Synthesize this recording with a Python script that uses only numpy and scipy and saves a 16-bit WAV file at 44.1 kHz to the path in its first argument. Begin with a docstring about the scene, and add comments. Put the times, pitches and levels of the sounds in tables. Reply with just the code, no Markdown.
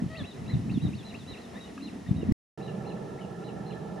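"""Grebe chicks on a windy pond

Chicks peep, each peep leaping from a low register to a high whistle and back, and the bank echoes them.
Another water bird calls once and the water plips. Gusts buffet the microphone over hiss and far traffic.
The sound cuts out for a quarter second and returns with louder traffic, fainter peeps and no gusts."""
import sys
import numpy as np
from scipy import signal
from scipy.fft import rfft, irfft
from scipy.io import wavfile
from scipy.ndimage import uniform_filter1d

SR = 44100
rng = np.random.default_rng(int(sys.argv[2]) if len(sys.argv) > 2 else 0)


def file_out(sig):
    """Save sig as 16-bit WAV at sys.argv[1]."""
    # one column per channel
    cols = np.atleast_2d(sig).T
    # limit, then scale
    lim = np.clip(cols, -1, 1)
    pcm = np.round(lim * 32767).astype(np.int16)
    wavfile.write(sys.argv[1], SR, pcm)


N = 176400
T = np.arange(N) / SR
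HZ = np.fft.rfftfreq(N, 1 / SR)
PAUSE_START_S, PAUSE_END_S = 2.3245, 2.5755


def amp(db):
    """Decibels to gain."""
    return 10 ** (np.asarray(db) / 20)


def unit(x):
    """Scale to rms 1."""
    return x / np.sqrt(np.mean(x ** 2) + 1e-20)


def curve(points, at, column=1):
    """Interpolate one table column linearly."""
    table = np.array(points, float)
    return np.interp(at, table[:, 0], table[:, column])


def spectrum(points):
    """Interpolate a table over log frequency."""
    hz, value = np.transpose(points)
    return np.interp(np.log(HZ + 1), np.log(hz), value)


def add(mix, start_s, sound):
    """Mix a sound in at start_s."""
    part = mix[max(round(start_s * SR), 0):][:len(sound)]
    part += sound[:len(part)]


def pan(db):
    """Channel gains; positive db is left."""
    return amp(np.array([[db], [-db]]) / 2)


def waver(rate_hz):
    """Random motion below rate_hz, rms 1."""
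    return unit(irfft(rfft(rng.standard_normal(N)) / (1 + (HZ / rate_hz) ** 4), N))


def noise(gain, correlation):
    """Stereo noise of rms 1 with a given spectrum and left-right correlation."""
    mid, side = rfft(rng.standard_normal((2, N)))
    mid, side = mid * np.sqrt(1 + correlation), side * np.sqrt(1 - correlation)
    return unit(irfft(np.array([mid + side, mid - side]) * gain, N))


# Left-right likeness of hiss and traffic: freq_hz, correlation
AMBIENT_CORRELATION = [(20, 0.44), (150, 0.89), (300, 0.91), (600, 0.16), (1500, 0.36), (4000, 0.78),
                       (9000, 0.317), (16000, 0.25)]
# Hiss spectrum: freq_hz, gain_db
HISS_SPECTRUM = [(20, 0), (1000, 5), (2300, 0), (2800, 5), (3300, 1), (4000, 2.5), (4600, -3), (5200, 1),
                 (7000, -3), (8400, -7), (9900, -4.5), (11200, -12.5), (14000, -19.5), (16000, -47.5)]
# Hiss envelope: time_s, level_db
HISS_LEVEL = [(0, -57.5), (.8, -57), (1.45, -56.5), (1.8, -57), (2.3, -59), (2.6, -59.5), (4, -60.5)]


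def hiss():
    """Smooth, leafy outdoor hiss."""
    level_db = curve(HISS_LEVEL, T) + 0.29 * waver(rate_hz=20)
    return noise(amp(spectrum(HISS_SPECTRUM)), spectrum(AMBIENT_CORRELATION)) * amp(level_db)


# Far rumble spectrum: freq_hz, gain_db
FAR_SPECTRUM = [(20, -35.5), (70, -7.5), (140, -9.5), (220, 0.5), (300, -12), (420, -6), (560, -14.5),
                (680, -9.5), (800, -15.5), (1100, -21.5), (1350, -22.5), (1500, -29.5), (1900, -20),
                (2300, -29), (4000, -50), (16000, -82)]
# Far rumble envelope: time_s, level_db
FAR_LEVEL = [(0, -46.5), (.5, -45.5), (1.1, -47.5), (1.6, -44.5), (1.85, -47), (2.33, -46)]
# Hum swell: time_s, level_db
HUM_LEVEL = [(1.65, -55), (1.82, -40), (1.95, -40), (2.1, -53.5)]


def far_traffic(hum_hz=245.5, hum_half_width_hz=65):
    """Distant traffic: a dull rumble with a low hum that swells once."""
    hum = noise(1 / (1 + ((HZ - hum_hz) / hum_half_width_hz) ** 4), correlation=0.9)
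    rumble = noise(amp(spectrum(FAR_SPECTRUM)), spectrum(AMBIENT_CORRELATION))
    rumble_db = curve(FAR_LEVEL, T) + 2.07 * waver(rate_hz=8.6)
    return hum * amp(curve(HUM_LEVEL, T)) + rumble * amp(rumble_db)


# Near rumble spectrum: freq_hz, gain_db
NEAR_SPECTRUM = [(20, -39), (40, -24.5), (65, -13.5), (100, -10), (135, 0.5), (195, 2), (260, -10),
                 (400, -5), (520, -13), (650, -8), (715, -19.5), (830, -13.5), (1050, -23), (1250, -25),
                 (1520, -51), (1900, -35), (2200, -35), (4000, -49), (16000, -82)]
# Near rumble envelope: time_s, level_db
NEAR_LEVEL = [(2.57, -38.5), (2.92, -37), (3.05, -37.5), (3.35, -41), (3.5, -39), (4, -38)]
# Traffic resonances: centre_hz, half_width_hz, level_db
DRONES = [(454, 32, -51), (774, 37, -53.5), (1333, 51, -59), (1744, 81, -60.5)]


def near_traffic(pan_db=-3):
    """Nearer traffic: a fuller rumble to the right, with droning resonances."""
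    out = noise(amp(spectrum(NEAR_SPECTRUM)), spectrum(AMBIENT_CORRELATION))
    out *= amp(curve(NEAR_LEVEL, T) + 0.37 * waver(rate_hz=20))
    for centre_hz, half_width_hz, level_db in DRONES:
        drone = noise(1 / (1 + ((HZ - centre_hz) / half_width_hz) ** 2), correlation=0.65)
        out += drone * amp(level_db + 2.54 * waver(rate_hz=29))
    return out * pan(pan_db)


# Turbulence spectrum: freq_hz, gain_db
WIND_SPECTRUM = [(20, -37.5), (45, -28), (75, -3), (125, 1), (210, -1.5), (300, -7), (450, -29), (900, -46),
                 (3000, -56.5), (16000, -89.5)]
# Left-right likeness of the turbulence: freq_hz, correlation
WIND_CORRELATION = [(20, 0.76), (120, 0.78), (250, 0.63), (600, 0.99)]
# Gust envelope: time_s, level_db
GUSTS = [(0, -36.5), (.07, -37.5), (.17, -47.5), (.23, -31.5), (.28, -57), (.42, -40.5), (.5, -36),
         (.56, -34.5), (.61, -33), (.675, -34), (.72, -30), (.81, -37), (.85, -29.5), (.91, -32),
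         (1.08, -47.5), (1.15, -49), (1.33, -45), (1.42, -74), (2.06, -51), (2.09, -30.5), (2.22, -31.5),
         (2.255, -32.5), (2.29, -31.5), (2.324, -24)]
# Hardest eddies: centre_s, freq_hz, peak_db, pan_db, half_width_cycles
BUFFETS = [(.025, 207, -17.5, -0.5, 0.61), (0.065, 152, -23, 0, 0.57), (0.226, 142, -25.5, -5, 0.45),
           (0.54, 139, -17.5, 1, 0.54), (.555, 142, -17.5, 2, 0.52), (.572, 152, -20, -4, .6),
           (0.762, 163, -19.5, 0, 0.63), (0.777, 246, -18.5, -6, 0.57), (0.837, 152, -23.5, -6, 1.2),
           (0.854, 176.6, -14, 1, 0.47), (2.115, 166, -15.5, 6.5, 0.61), (2.233, 354, -25, -13.5, 0.51),
           (2.293, 212, -17, 2.5, 1.27), (2.321, 182, -10.5, -1.5, 0.24)]


def wind(port_offset_cycles=0.067):
    """Low turbulence on the microphone; hard eddies thump one port just after the other."""
    out = noise(amp(spectrum(WIND_SPECTRUM)), spectrum(WIND_CORRELATION))
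    out *= amp(curve(GUSTS, T) + 2.07 * waver(rate_hz=47))
    port_offsets = np.array([[-1], [1]]) * port_offset_cycles
    for centre_s, freq_hz, peak_db, pan_db, half_width_cycles in BUFFETS:
        cycles = (T - centre_s) * freq_hz + port_offsets
        thump = np.exp(-0.5 * (cycles / half_width_cycles) ** 2) * np.cos(2 * np.pi * cycles)
        out += thump * amp(peak_db) * pan(pan_db)
    return out


def click(level_db=-34.5, swell_s=0.0012):
    """A broadband tick as the sound cuts out."""
    envelope = amp(level_db) * np.exp(-abs(T - PAUSE_START_S) / swell_s)
    return noise(1 / (1 + HZ / 4000), correlation=0.48) * envelope


def bank_echo(x, echo_s=0.04, spread_s=0.012, echo_db=-12.5, highpass_hz=3180, tail_db=-8, t60_s=0.31):
    """The bank returns one bright, smeared echo and a diffuse tail, both stronger after the pause."""
    t = T[:SR // 2]
    tail, echo = rng.standard_normal((2, 2, len(t)))
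    tail *= amp(-60 * t / t60_s)
    echo *= np.exp(-((t - echo_s) / spread_s) ** 2)
    echo = signal.sosfilt(signal.butter(4, highpass_hz, "high", fs=SR, output="sos"), echo)
    response = amp(tail_db) * tail / np.linalg.norm(tail[0])
    response += amp(echo_db) * echo / np.linalg.norm(echo[0])
    send = x * amp(3.5 * (T > PAUSE_END_S))
    return signal.fftconvolve(send[None], response, axes=1)[:, :N]


# Bubble resonances: pitch_hz, level_db, t60_s
BUBBLES = [(1230, -33, 0.024), (1650, -40.5, 0.0337), (2610, -43, .03)]


def plip(start_s=1.777, attack_s=0.0011):
    """A small splash rings a few bubbles."""
    t = np.maximum(T - start_s, 0)
    ring = sum(amp(db - 60 * t / t60_s) * np.sin(2 * np.pi * hz * t) for hz, db, t60_s in BUBBLES)
    return (1 - np.exp(-t / attack_s)) * ring


# Call contour: time_s, pitch_hz, level_db
HONK = [(.07, 580.4, -69), (.11, 644, -53), (.138, 629.5, -51.5), (.155, 668, -52), (.2, 598, -52.5),
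        (.215, 565, -54), (.23, 510, -74.5)]
# Harmonics, fundamental first: gain_db
HONK_HARMONICS = [2.5, -6, -0.5, -14.5, -13.5, -15, -13.5]


def honk(jitter=0.0077, rasp=0.37):
    """A water bird's arched nasal call, with a strong third harmonic and a slight rasp."""
    pitch_hz = curve(HONK, T) * (1 + jitter * waver(rate_hz=150))
    phase = 2 * np.pi * np.cumsum(pitch_hz) / SR
    voice = sum(amp(db) * np.sin(k * phase) for k, db in enumerate(HONK_HARMONICS, 1))
    voice *= 1 + rasp * waver(rate_hz=150)
    gate = (T > HONK[0][0]) * (T < HONK[-1][0])
    return np.sqrt(2) * voice * amp(curve(HONK, T, column=2)) * gate


EDGE_S, JITTER, SHIMMER_DB, FRAY_HZ = 0.0025, 0.0055, 2.05, 260
STRAIN_FROM_HZ, STRAIN_DB_PER_HZ = 4050, -0.018  # the voice thins at the top of its range


def chick_note(shape, length_s, pitch_scale, level_db, hoarse, undertone_db=-60, arch=1):
    """An unsteady whistle over a faint lower octave; hoarse is the power share frayed into noise."""
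    t = np.arange(0, length_s + EDGE_S, 1 / SR)
    progress = t / t[-1]
    flutter = uniform_filter1d(rng.standard_normal((2, SR // 4)), size=130)
    jitter, shimmer = (unit(row)[:len(t)] for row in flutter)
    pitch_hz = pitch_scale * curve(shape, progress) ** arch
    phase = 2 * np.pi * np.cumsum(pitch_hz * (1 + JITTER * jitter)) / SR
    lowpass = signal.butter(2, FRAY_HZ, fs=SR, output="sos")
    drift = unit(signal.sosfilt(lowpass, rng.standard_normal((2, SR // 4))))[:, :len(t)]
    fray = drift[0] * np.sin(phase) + drift[1] * np.cos(phase)  # noise band around the pitch
    voice = np.sqrt(1 - hoarse) * np.sin(phase) + np.sqrt(hoarse / 2) * fray
    undertone = amp(undertone_db) * np.sin(phase / 2)
    gate = np.clip(np.minimum(t, t[-1] - t) / EDGE_S, 0, 1)
    strain_db = STRAIN_DB_PER_HZ * np.maximum(pitch_hz - STRAIN_FROM_HZ, 0)
    envelope = gate * amp(level_db + curve(shape, progress, column=2) + SHIMMER_DB * shimmer + strain_db)
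    return np.sqrt(2) * envelope * (voice + undertone)


def hoarseness(start_s):
    """The peeps are noisier after the pause."""
    return 0.14 if start_s > PAUSE_END_S else 0.02


# Peeps: start_s, length_s, top_hz, whistle_db, lead_db, tail_db, tail_end_hz, arch_exponent
ROUND_PEEPS = [(.256, 0.069, 3980, -53, -45.5, -62, 2400, 1), (.476, 0.071, 4060, -52, -55, -61, 1630, 1),
               (.813, 0.063, 3916, -52, -54.5, -59, 2230, 0.8),
               (1.045, 0.06, 4066, -52.5, -54, -55, 1660, 0.78),
               (1.272, 0.063, 4030, -50.5, -58, -51, 1640, 0.83),
               (1.604, 0.05, 3840, -53, -56.5, -59.5, 2890, 0.2),
               (1.820, 0.056, 4180, -50.5, -54, -51.5, 1680, 1.1),
               (2.162, 0.051, 3870, -58.5, -59, -56.5, 2556, 0.32),
               (2.622, .056, 4020, -58, -56, -54, 2660, 0.64),
               (2.865, 0.035, 4130, -56.5, -53.5, -55.5, 2520, 0.36),
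               (3.440, 0.042, 4060, -58, -59, -57, 2610, 0.5),
               (3.660, 0.045, 4170, -58.5, -64, -54, 1880, 0.44)]
PEAKED_PEEPS = [(.170, 0.051, 4320, -47.5, -44, -60, 1830, 0.86),
                (.712, .066, 4530, -54.5, -46, -62, 2420, 1), (.948, .066, 4550, -54, -47, -65, 2330, 0.96),
                (1.160, 0.072, 4680, -56, -46, -76.5, 2400, 1),
                (1.384, 0.075, 4770, -58, -50.5, -66, 2050, 0.95)]
# Whistle contours: progress, pitch_ratio, gain_db
ROUND_SHAPE = [(0, .93, -4), (.15, .98, -2), (.35, 1, -1), (.6, .983, -1.5), (.82, .94, -2), (1, .87, -5)]
PEAKED_SHAPE = [(0, .8, -1), (.07, .87, 0), (.13, .985, -1), (.24, 1, 0), (.38, .945, -1), (.48, .83, -1),
                (1, .72, -4)]
# Low-register lead-in, played 2% flat: progress, nominal_hz, gain_db
LEAD_IN = [(0, 1800, -17.5), (0.4, 2610, -5), (0.7, 2788, -2), (1, 2920, -9)]
# Single slides, played 1% flat: start_s, length_s, nominal_from_hz, nominal_to_hz, level_db
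SLIDES = [(0, 0.0041, 1930, 1710, -53), (0.491, 0.022, 1770, 2280, -52.5),
          (1.554, 0.034, 1710, 2096, -52.5), (2.061, 0.013, 1810, 1990, -53.5),
          (2.077, 0.028, 3780, 3490, -61.5), (2.312, 0.012, 1780, 2160, -52.5),
          (3.172, 0.026, 1680, 2320, -57.5), (3.205, 0.047, 3070, 2790, -61),
          (1.549, 0.034, 3500, 4000, -59.5), (3.700, .022, 4150, 4080, -63.5),
          (3.722, 0.015, 3750, 3000, -61)]


def chicks(lead_s=0.025, tail_s=0.027, tail_from_hz=2950, min_knee_hz=2615, fade_db=-4.5):
    """A peep is a low lead-in, a leap to the whistle and a drop to a falling tail; some notes just slide."""
    out = np.zeros(N)
    for peeps, shape in (ROUND_PEEPS, ROUND_SHAPE), (PEAKED_PEEPS, PEAKED_SHAPE):
        for start_s, length_s, top_hz, whistle_db, lead_db, tail_db, tail_end_hz, arch in peeps:
            hoarse = hoarseness(start_s)
            knee_hz = max(min_knee_hz, (tail_from_hz + tail_end_hz) / 2)
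            tail = [(0, tail_from_hz, 0), (0.5, knee_hz, fade_db / 2), (1, tail_end_hz, fade_db)]
            add(out, start_s - lead_s, chick_note(LEAD_IN, lead_s, 0.98, lead_db, hoarse))
            whistle = chick_note(shape, length_s, top_hz, whistle_db, hoarse, undertone_db=-14, arch=arch)
            add(out, start_s, whistle)
            add(out, start_s + length_s, chick_note(tail, tail_s, 1, tail_db, hoarse))
    for start_s, length_s, from_hz, to_hz, level_db in SLIDES:
        slide = [(0, from_hz, 0), (1, to_hz, 0)]
        add(out, start_s, chick_note(slide, length_s, 0.99, level_db, hoarseness(start_s)))
    return out


def scene():
    """Pond and hiss throughout; wind and far traffic before the pause, nearer traffic after it."""
    pond = chicks() + honk() + plip()
    throughout = pond * pan(db=2) + bank_echo(pond) + hiss()
    before_pause = wind() + far_traffic() + click()
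    return throughout + np.where(T < PAUSE_START_S, before_pause, near_traffic())


def record(dry, fade_s=0.0006, cutoff_hz=15700):
    """Mute the pause, then low-pass."""
    outside_pause_s = np.maximum(PAUSE_START_S - T, T - PAUSE_END_S)
    gate = np.clip(outside_pause_s / fade_s + 0.5, 0, 1)
    lowpass = signal.firwin(511, cutoff_hz, window=("kaiser", 9), fs=SR)
    return signal.oaconvolve(dry * gate, lowpass[None], "same")


dry = scene()
out = record(dry)
file_out(out)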